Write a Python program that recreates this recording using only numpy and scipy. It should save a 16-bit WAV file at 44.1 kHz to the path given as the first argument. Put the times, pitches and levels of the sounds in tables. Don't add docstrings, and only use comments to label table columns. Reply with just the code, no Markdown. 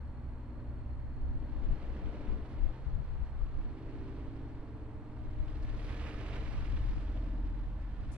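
import sys
import numpy as np
from scipy import signal
from scipy.fft import rfft, irfft, next_fast_len
from scipy.io import wavfile
from scipy.ndimage import uniform_filter1d

SR = 44100
rng = np.random.default_rng(int(sys.argv[2]) if len(sys.argv) > 2 else 0)


def output_pcm(signal):
    pcm = np.clip(np.atleast_2d(signal).T, -1, 1) * 32767
    wavfile.write(sys.argv[1], SR, np.round(pcm).astype(np.int16))


N = 360297
T = np.arange(N) / SR

# [t/s, rate/Hz]
ENGINE_CYCLE = [(0, 15.02), (.5, 15.13), (2.5, 15.79), (4, 16.1), (7, 16.45), (8.17, 16.64)]
# [multiple of the cycle, nose-on level/dB, front-quarter level/dB, side-on level/dB,
#  rear-quarter level/dB, tail-on level/dB]
ENGINE_DIRECTIVITY = [(4, -47.5, -48.5, -56, -57.5, -56), (7, -64, -62, -52, -50, -50.5),
                      (8, -51.5, -58.5, -63, -59.5, -61), (9, -76, -65.5, -58.5, -72.5, -76),
                      (12, -72.5, -64, -73.5, -63, -59), (13, -76, -61, -72, -75, -72),
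                      (14, -69, -70, -67.5, -74.5, -72.5), (15, -67.5, -69, -62.5, -57.5, -57),
                      (16, -52, -59, -64, -74, -60.5), (17, -65.5, -72, -56.5, -70, -61),
                      (18, -68.5, -71.5, -60.5, -57, -54.5), (19, -61, -58, -69, -55, -55),
                      (20, -58.5, -59.5, -54.5, -70.5, -66), (22, -64, -68, -75.5, -75, -70),
                      (24, -65, -64, -62.5, -67.5, -73.5), (27, -82.5, -70, -67, -69, -75),
                      (28, -73, -69, -66, -72, -75), (37, -71.5, -75.5, -76.5, -77.5, -79),
                      (38, -68, -75, -79, -67.5, -72)]
# [t/s, aspect (0 nose on, 2 side on, 4 and above tail on)]
BIPLANE_ASPECT = [(1.4, 0), (2.15, 1.13), (2.8, 0.65), (3.9, 2.1), (4.4, 2), (4.9, 3), (6.35, 3), (7.3, 5)]
# [t/s, level/dB]
DRONE_CARRY = [(0.0, -59.5), (0.5, -53), (1.15, -57.5), (1.45, -53), (1.84, -55), (2.21, -48.5),
               (2.58, -53), (2.8, -62), (3.21, -67.5), (3.55, -55.5), (3.93, -48.5), (4.5, -52),
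               (5.35, -53), (6.3, -50.5), (6.8, -55), (7.4, -51.5), (7.85, -58), (8.17, -55.5)]
# [t/s, half
# length/s, centre f/Hz, width/Hz, lift of the lines/dB, roar level/dB]
DRONE_BLOOMS = [(.22, 0.062, 134.9, 27, 4.5, -57), (0.63, 0.11, 570, 110, 3, -67),
                (1.458, 0.21, 267, 42, 3.5, -76), (2.02, 0.22, 501.5, 120, 3.5, -60),
                (2.204, 0.15, 209.8, 12, 1.5, -59), (2.598, 0.38, 125.2, 6, 6, -63),
                (2.723, 0.084, 320, 7.4, 8.5, -73), (3.4, 0.23, 1000, 350, -0.5, -68),
                (4.048, 0.18, 385, 12, 4, -70), (4.65, .28, 275, 6, 7.5, -76.5),
                (4.95, 0.17, 440.5, 24, 7.5, -68), (6.198, 0.3, 427.6, 47, 7, -66),
                (6.33, 0.1, 630, 55, 0, -61), (6.6, 0.26, 115.3, 22.6, 0.5, -52),
                (7.23, 0.093, 606, 68, 7, -63), (7.346, 0.3, 267, 14, 2.5, -66),
                (7.6, 0.35, 200.9, 6.6, 8, -67)]
# [f/Hz, level/dB per Hz]
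WASH_SPECTRUM = [(60, -93), (130, -79.5), (205, -80), (320, -80), (450, -83.5), (580, -83), (740, -88),
                 (1050, -94), (2500, -115)]

# [closest t/s, clears cover t/s, approach time/s, leaving time/s,
#  tyre hiss level/dB, tread rasp level/dB, low roar level/dB]
VEHICLE_PASSES = [(2.04, 1.41, 0.85, 1.29, -67, -66.5, -55.5), (4.1, 1.6, 1, 0.86, -70.5, -75, -70),
                  (6.15, 5.18, 0.64, 1.065, -57.5, -55.5, -57), (8.3, 7.9, 0.85, .9, -67.5, -77.5, -71.5)]
PASS_FALLOFF = 3.1
SCREEN_DB, EMERGE_S = -6, 0.14
FAR_TYRES_DB = -85.5
# [f/Hz, level/dB per Hz relative to the pass]
TYRE_SPECTRUM = [(100, -44.5), (520, -24.5), (800, -29.5), (1150, -28), (1800, -30.5), (2500, -33.5),
                 (3100, -35.5), (4000, -39), (5300, -46), (6500, -52.5), (9200, -58), (11000, -66.5),
                 (12500, -70.5), (14500, -78)]
# [f/Hz, level/dB per Hz relative]
TREAD_SPECTRUM = [(1100, -54), (1800, -35.5), (2350, -32), (2850, -35.5), (3500, -48), (5000, -66.5)]
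TREAD_BEAM, TREAD_RASP_DB = 2.6, 3
# [f/Hz, level/dB per Hz relative to the pass]
ROAR_SPECTRUM = [(80, -37.5), (200, -20.5), (280, -25), (400, -28), (580, -30.5), (800, -33.5),
                 (1500, -42.5), (2500, -55)]
# [t/s, firing f/Hz, level/dB]
EXHAUST_HUM = [(5.1, 42.57, -63), (5.45, 41.45, -43.5), (5.7, 40.46, -36), (6.1, 40.93, -40.5),
               (6.5, 41.17, -39), (6.75, 42.22, -32), (7.2, 42.26, -31.5), (7.7, 43.3, -34.5),
               (8.17, 43.45, -40)]
# [multiple of the firing rate, relative level/dB]
EXHAUST_ORDERS = [(1, -3.5), (2, -24), (3, -34.5)]
HISS_THROB = .14
# [t/s, level/dB]
SIZZLE_SWELL = [(5.3, -108), (5.55, -81), (5.85, -72), (6.3, -77), (6.65, -76), (6.95, -76.5), (7.4, -94)]
# [f/Hz, level/dB per Hz relative to the swell]
SIZZLE_SPECTRUM = [(2500, -53.5), (4000, -33.5), (5300, -34.5), (6600, -43), (9000, -47), (11300, -50.5),
                   (13500, -59)]
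GRIT_DB, GRIT_HZ = 3, 130
# [t/s, half length/s, level/dB]
GRIT_TICKS = [(5.632, .005, -71)]
# [t/s, f/Hz, level/dB]
WHISTLE_PATHS = [
    [(5.5, 1738, -82), (5.8, 1740, -72), (6.35, 1742, -69), (6.8, 1740, -80), (7.4, 1740, -80),
     (7.9, 1741, -75), (8.17, 1740, -79)],
    [(2.3, 9800, -110), (2.4, 10100, -101), (2.52, 10350, -101), (2.58, 10750, -109), (2.68, 10300, -104),
     (2.75, 9850, -110)],
    [(5.75, 11100, -106), (6.05, 11250, -98), (6.45, 11700, -103), (6.9, 12350, -102.5),
     (7.35, 12700, -118)],
]
WHISTLE_WIDTHS = [4, 130, 240]
# [t/s, relative level/dB]
RUMBLE_SWELL = [(0, -0.5), (1.2, 0.5), (2, -7), (3.2, -2), (3.8, -7), (4.9, -9), (5.7, -0.5), (6.7, 2.5),
                (7.3, -1.5), (8.17, -4.5)]
# [f/Hz, level/dB per Hz]
RUMBLE_SPECTRUM = [(30, -77), (52, -65.5), (70, -56.5), (88, -70.5), (130, -78.5), (180, -85), (300, -102)]

BREEZE_DB, EDDY_DB, EDDY_HZ = -59, 2.5, 3.8
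# [t/s, half length/s, left level/dB, right level/dB]
WIND_GUSTS = [(.95, 0.17, -57, -55), (1.32, 0.11, -51, -49), (1.64, 0.07, -43.5, -54),
              (1.88, 0.042, -46, -60), (2.08, 0.047, -45.5, -58), (2.32, 0.049, -41, -47.5),
              (2.66, 0.056, -42, -61), (2.97, 0.072, -48, -54), (3.16, 0.06, -44, -54),
              (3.44, 0.044, -49, -46), (3.61, 0.065, -51.5, -42), (4.05, .04, -58, -53),
              (4.32, 0.064, -62, -51.5), (5.27, 0.048, -52, -51), (5.42, 0.023, -46.5, -54),
              (5.62, 0.16, -45, -57), (6.55, 0.1, -49, -57), (6.82, 0.13, -45, -56),
              (7.8, 0.25, -62, -58.5)]
# [f/Hz, level/dB per Hz relative to the gust]
BUFFET_SPECTRUM = [(5, -13), (15, -8.5), (30, -4), (50, -11), (80, -28), (130, -35), (220, -44.5),
                   (500, -71.5), (1500, -110)]
# [t/s, half length/s, left level of the suck/dB, right level of the suck/dB]
WIND_THUMPS = [(1.356, 0.0088, -51, -30), (1.691, 0.0051, -51, -21.5), (1.72, 0.0087, -20, -33),
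               (2.877, 0.0054, -20.5, -47), (2.951, 0.0094, -22, -45), (3, 0.0041, -25, -34),
               (3.139, 0.0094, -27, -40), (3.218, 0.0045, -25, -38), (6.895, 0.0078, -25, -45),
               (6.973, 0.0036, -21.5, -44)]
# [f/Hz, level/dB per Hz]
THUMP_SPECTRUM = [(8, -29.5), (30, -28.5), (70, -21), (130, -20.5), (200, -38.5), (500, -78.5),
                  (1500, -100)]
# [t/s, half length/s, level/dB]
RUSTLE_BRUSHES = [(8.121, 0.0038, -66), (8.136, 0.0071, -64.5), (8.16, 0.014, -72)]
# [f/Hz, level/dB per Hz relative to the brush]
RUSTLE_SPECTRUM = [(1000, -65), (3500, -43), (6000, -38), (9500, -37), (11500, -50), (14000, -66)]
# [f/Hz, fall within a pulse/Hz, pulse rate/Hz, sounding share (0-1), width/Hz,
#  L-R level/dB, port lag/turns]
CRICKET_VOICES = [(4215, 300, 42.2, .8, 40, -4, .2), (4180, 140, 45.5, 1, 80, -3, .13),
                  (8330, 260, 17.5, .9, 110, 1, .38)]
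# [t/s, first level/dB, second level/dB, third level/dB]
CRICKET_SWELL = [(0, -85.3, -92, -101), (2.3, -82.7, -90, -97), (3.5, -84.2, -90.5, -102),
                 (5, -89.5, -93, -95.5), (5.8, -90, -94, -93), (8.17, -92, -95.5, -100)]
CRICKET_FUZZ = .45
# [f/Hz, level/dB per Hz]
BACKGROUND_SPECTRUM = [(12, -68), (35, -67), (80, -68), (160, -81.5), (250, -86), (450, -91), (700, -93),
                       (920, -90), (1250, -96.5), (1750, -99.5), (3000, -111), (5000, -123), (6700, -127),
                       (8200, -122.5), (9200, -133), (14000, -140)]

# [f/Hz, likeness (0-1)]
FAR_PORT_LIKENESS = [(30, .92), (120, .9), (250, .92), (600, .93), (1200, .75), (1800, .66), (2800, .38),
                     (4300, .38), (6000, .15), (7200, .2), (8300, .6), (9500, .08)]
# [f/Hz, L-R level/dB]
FAR_PORT_BALANCE = [(30, 0.5), (500, -2.5), (1100, -0.5), (2200, -4.5), (4000, -2), (6000, 2), (12000, 2.5)]
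# [f/Hz, likeness (0-1)]
ROAD_PORT_LIKENESS = [(100, .94), (600, .85), (1200, .65), (2500, .67), (4000, .56), (5200, .66),
                      (7500, .6), (8800, .68), (10200, .25), (12000, .3)]
# [f/Hz, L-R level/dB]
ROAD_PORT_BALANCE = [(400, 0.5), (1100, -2), (2300, -6.5), (3500, -5), (5200, -3.5), (8000, 1),
                     (10000, 3.5), (12000, -2)]
FAR_PORTS = FAR_PORT_LIKENESS, FAR_PORT_BALANCE
ROAD_PORTS = ROAD_PORT_LIKENESS, ROAD_PORT_BALANCE
EDGE_HZ = 14500


def gain_of(db):
    return 10 ** (np.asarray(db) / 20)


def evened(x):
    return x / np.sqrt(np.mean(abs(x) ** 2) + 1e-30)


def curves(rows):
    s, *columns = np.transpose(rows)
    return [np.interp(T, s, column) for column in columns]


def read(points, hz):
    f, value = np.transpose(points)
    return np.interp(np.log(hz + 1), np.log(f), value)


def panned(db):
    ratio = gain_of(np.atleast_1d(db))
    return np.array([ratio, np.ones_like(ratio)]) * np.sqrt(2 / (1 + ratio ** 2))


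def bump(s, half_s):
    return np.exp(-((T - s) / half_s) ** 2 / 2)


def wander(hz, size=16384):
    f = np.fft.rfftfreq(size, T[-1] / size)
    lowpass = np.exp(-(f / hz) ** 2 / 2) * (f > 0)
    slow = irfft(rfft(rng.standard_normal(size)) * lowpass)
    return np.interp(T, np.linspace(0, T[-1], size), evened(slow))


def noise(spectrum, likeness=None, balance=None, lag_ms=0):
    size = next_fast_len(N, True)
    hz = np.fft.rfftfreq(size, 1 / SR)
    roll_off = np.maximum(1, hz / spectrum[-1][0]) ** -4
    shape = gain_of(read(spectrum, hz)) * roll_off * np.sqrt(SR / 2)
    z = rfft(rng.standard_normal((2, size))) * shape
    if likeness is not None:
        same = np.clip(read(likeness, hz), 0, 1)
        late = np.exp(-2j * np.pi * hz * lag_ms / 1000)
        right = same * z[0] + np.sqrt(1 - same ** 2) * z[1]
        z = np.array([z[0] * late, right]) * panned(read(balance, hz))
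    return irfft(z, size)[:, :N]


def fuzzy_tone(hz, width_hz):
    phase = 2 * np.pi * np.cumsum(hz) / SR
    return wander(width_hz) * np.cos(phase) + wander(width_hz) * np.sin(phase)


def biplane(lines_db=-4.0, fade_db=1.0, shimmer=0.07, jitter=0.00057, apart=0.065, low_hz=170, depth=1.2):
    cycle_hz, = curves(ENGINE_CYCLE)
    aspect, = curves(BIPLANE_ASPECT)
    drone_db, = curves(DRONE_CARRY)
    carry_db = drone_db - np.median(drone_db)
    turns = np.cumsum(cycle_hz * (1 + jitter * wander(5))) / SR
    out = np.zeros((2, N))
    for multiple, *views_db in ENGINE_DIRECTIVITY:
        order = round(multiple)
        line_hz = order * cycle_hz.mean()
        exposed = 1 / (1 + (low_hz / line_hz) ** 4)
        air_db = exposed * (lines_db + depth * carry_db) + fade_db * wander(1.1)
        for s, half_s, hz, width_hz, lift_db, _ in DRONE_BLOOMS:
            if abs(line_hz - hz) < 2 * width_hz:
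                air_db += lift_db * bump(s, half_s) * np.exp(-((line_hz - hz) / width_hz) ** 2 / 2)
        size = np.interp(aspect, np.arange(len(views_db)), gain_of(views_db)) * gain_of(air_db)
        phase = 2 * np.pi * (order * turns + rng.random()) + shimmer * wander(9.1)
        line = np.sqrt(2) * size * (1 + shimmer * wander(3.9)) * np.cos(phase)
        out += line * (1 + apart * wander(1.0) * np.array([[-1], [1]]))
    return out + propeller_wash(turns, carry_db) + bloom_roar(turns)


def propeller_wash(turns, carry_db, wash_db=-8, follow=0.76, throb=0.18):
    chop = 1 + throb * np.cos(2 * np.pi * 4 * turns)
    return noise(WASH_SPECTRUM, *FAR_PORTS, lag_ms=0.048) * gain_of(wash_db + follow * carry_db) * chop


def bloom_roar(turns, throb=0.75):
    roar = np.zeros(N)
    for s, half_s, hz, width_hz, _, level_db in DRONE_BLOOMS:
        roar += fuzzy_tone(np.full(N, hz), width_hz) * bump(s, half_s) * gain_of(level_db)
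    return roar * (1 + throb * np.cos(2 * np.pi * turns))


def traffic():
    firing_hz, hum_db = curves(EXHAUST_HUM)
    phase = 2 * np.pi * np.cumsum(firing_hz * (1 + 0.0079 * wander(4.4))) / SR
    sounding = T > EXHAUST_HUM[0][0]
    roar = noise(ROAR_SPECTRUM, *ROAD_PORTS) * all_passes(6)
    return exhaust_hum(phase, hum_db, sounding) + tyre_hiss(phase, sounding) + roar


def tyre_hiss(phase, sounding, flutter_db=1.19):
    hiss_level = np.hypot(all_passes(4), gain_of(FAR_TYRES_DB))
    tyres = rasp(noise(TYRE_SPECTRUM, *ROAD_PORTS, lag_ms=0.054)) * hiss_level
    tread = rasp(noise(TREAD_SPECTRUM, *ROAD_PORTS, lag_ms=0.075), TREAD_RASP_DB)
    tyres += tread * all_passes(5, TREAD_BEAM)
    throb = 1 + HISS_THROB * sounding * np.cos(phase)
    return tyres * gain_of(flutter_db * wander(19)) * throb


def exhaust_hum(phase, hum_db, sounding):
    size = gain_of(hum_db + 0.67 * wander(2.7)) * sounding
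    tones = sum(gain_of(db) * np.cos(round(order) * phase + rng.uniform(0, 2 * np.pi))
                for order, db in EXHAUST_ORDERS)
    return np.sqrt(2) * size * tones


def all_passes(level_column, focus=1):
    return np.sqrt(sum((passing(*row[:4]) ** focus * gain_of(row[level_column])) ** 2
                       for row in VEHICLE_PASSES))


def passing(s, emerges_s, come_s, go_s):
    along = (T - s) / np.where(T < s, come_s, go_s)
    hidden = .5 - .5 * np.tanh((T - emerges_s) / EMERGE_S)
    return np.hypot(1, along) ** -PASS_FALLOFF * gain_of(SCREEN_DB * hidden)


def rasp(x, depth_db=1.5, size=192):
    z = signal.stft(x, nperseg=size)[2]
    patches = uniform_filter1d(rng.standard_normal(z.shape[1:]), size=5, axis=0)
    patches = uniform_filter1d(patches, size=3, axis=1)
    torn = z * evened(gain_of(depth_db * evened(patches)))
    return signal.istft(torn, nperseg=size)[1][:, :N]


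def sizzle():
    crackle = evened(gain_of(GRIT_DB * wander(GRIT_HZ)))
    ticks = sum(bump(s, half_s) * gain_of(db) for s, half_s, db in GRIT_TICKS)
    size = gain_of(curves(SIZZLE_SWELL)[0]) * crackle + ticks
    return noise(SIZZLE_SPECTRUM, *ROAD_PORTS, lag_ms=0.06) * size


def whistles(waver_db=2):
    out = np.zeros((2, N))
    for rows, width_hz in zip(WHISTLE_PATHS, WHISTLE_WIDTHS):
        hz, db = curves(rows)
        sounding = (T > rows[0][0]) * (T < rows[-1][0])
        out += fuzzy_tone(hz, width_hz) * gain_of(db + waver_db * wander(6)) * sounding
    return out * panned(-1.6)


def road_rumble(surge_db=0.44, surge_hz=5):
    size = gain_of(curves(RUMBLE_SWELL)[0] + surge_db * wander(surge_hz))
    return noise(RUMBLE_SPECTRUM, *FAR_PORTS) * size


def wind():
    eddies = gain_of(EDDY_DB * np.array([wander(EDDY_HZ), wander(EDDY_HZ)]))
    gusts = sum(bump(s, half_s) * gain_of([[left_db], [right_db]])
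                for s, half_s, left_db, right_db in WIND_GUSTS)
    return noise(BUFFET_SPECTRUM) * (gain_of(BREEZE_DB) + gusts) * eddies


def thumps(wake_db=-15, wake_s=0.026):
    wake = noise(THUMP_SPECTRUM) * gain_of(wake_db)
    out = np.zeros((2, N))
    for s, half_s, left_db, right_db in WIND_THUMPS:
        suck = (((T - s) / half_s) ** 2 - 1) * bump(s, half_s)
        out += (suck + wake * bump(s, wake_s)) * gain_of([[left_db], [right_db]])
    return out


def rustle():
    brushes = sum(bump(s, half_s) * gain_of(db) for s, half_s, db in RUSTLE_BRUSHES)
    return noise(RUSTLE_SPECTRUM) * brushes * panned(9.4)


def crickets():
    out = np.zeros((2, N))
    for voice, level_db in zip(CRICKET_VOICES, curves(CRICKET_SWELL)):
        hz, fall_hz, rate, share, width_hz, pan_db, lag = voice
        pulse = np.cumsum(rate * (1 + .008 * wander(12))) / SR % 1
        stroke = np.minimum(pulse / share, 1)
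        pitch = hz + fall_hz * (.5 - stroke ** 2) + 0.18 * width_hz * wander(rate)
        turns = np.cumsum(pitch) / SR
        ports = np.array([np.sqrt(2) * np.cos(2 * np.pi * (turns - late))
                          + CRICKET_FUZZ * fuzzy_tone(pitch, width_hz) for late in (lag, 0)])
        out += evened(ports * np.sin(np.pi * stroke)) * gain_of(level_db) * panned(pan_db)
    return out


def background():
    return noise(BACKGROUND_SPECTRUM, *FAR_PORTS, lag_ms=0.035)


def scene():
    road = traffic() + sizzle() + whistles() + road_rumble()
    air = wind() + thumps()
    return biplane() + road + air + rustle() + crickets() + background()


def record(dry):
    soft = dry * signal.windows.tukey(N, .0015)
    lowpass = signal.firwin(511, EDGE_HZ, window=("kaiser", 9), fs=SR)
    return signal.oaconvolve(soft, lowpass[None], "same")


dry = scene()
out = record(dry)
output_pcm(out)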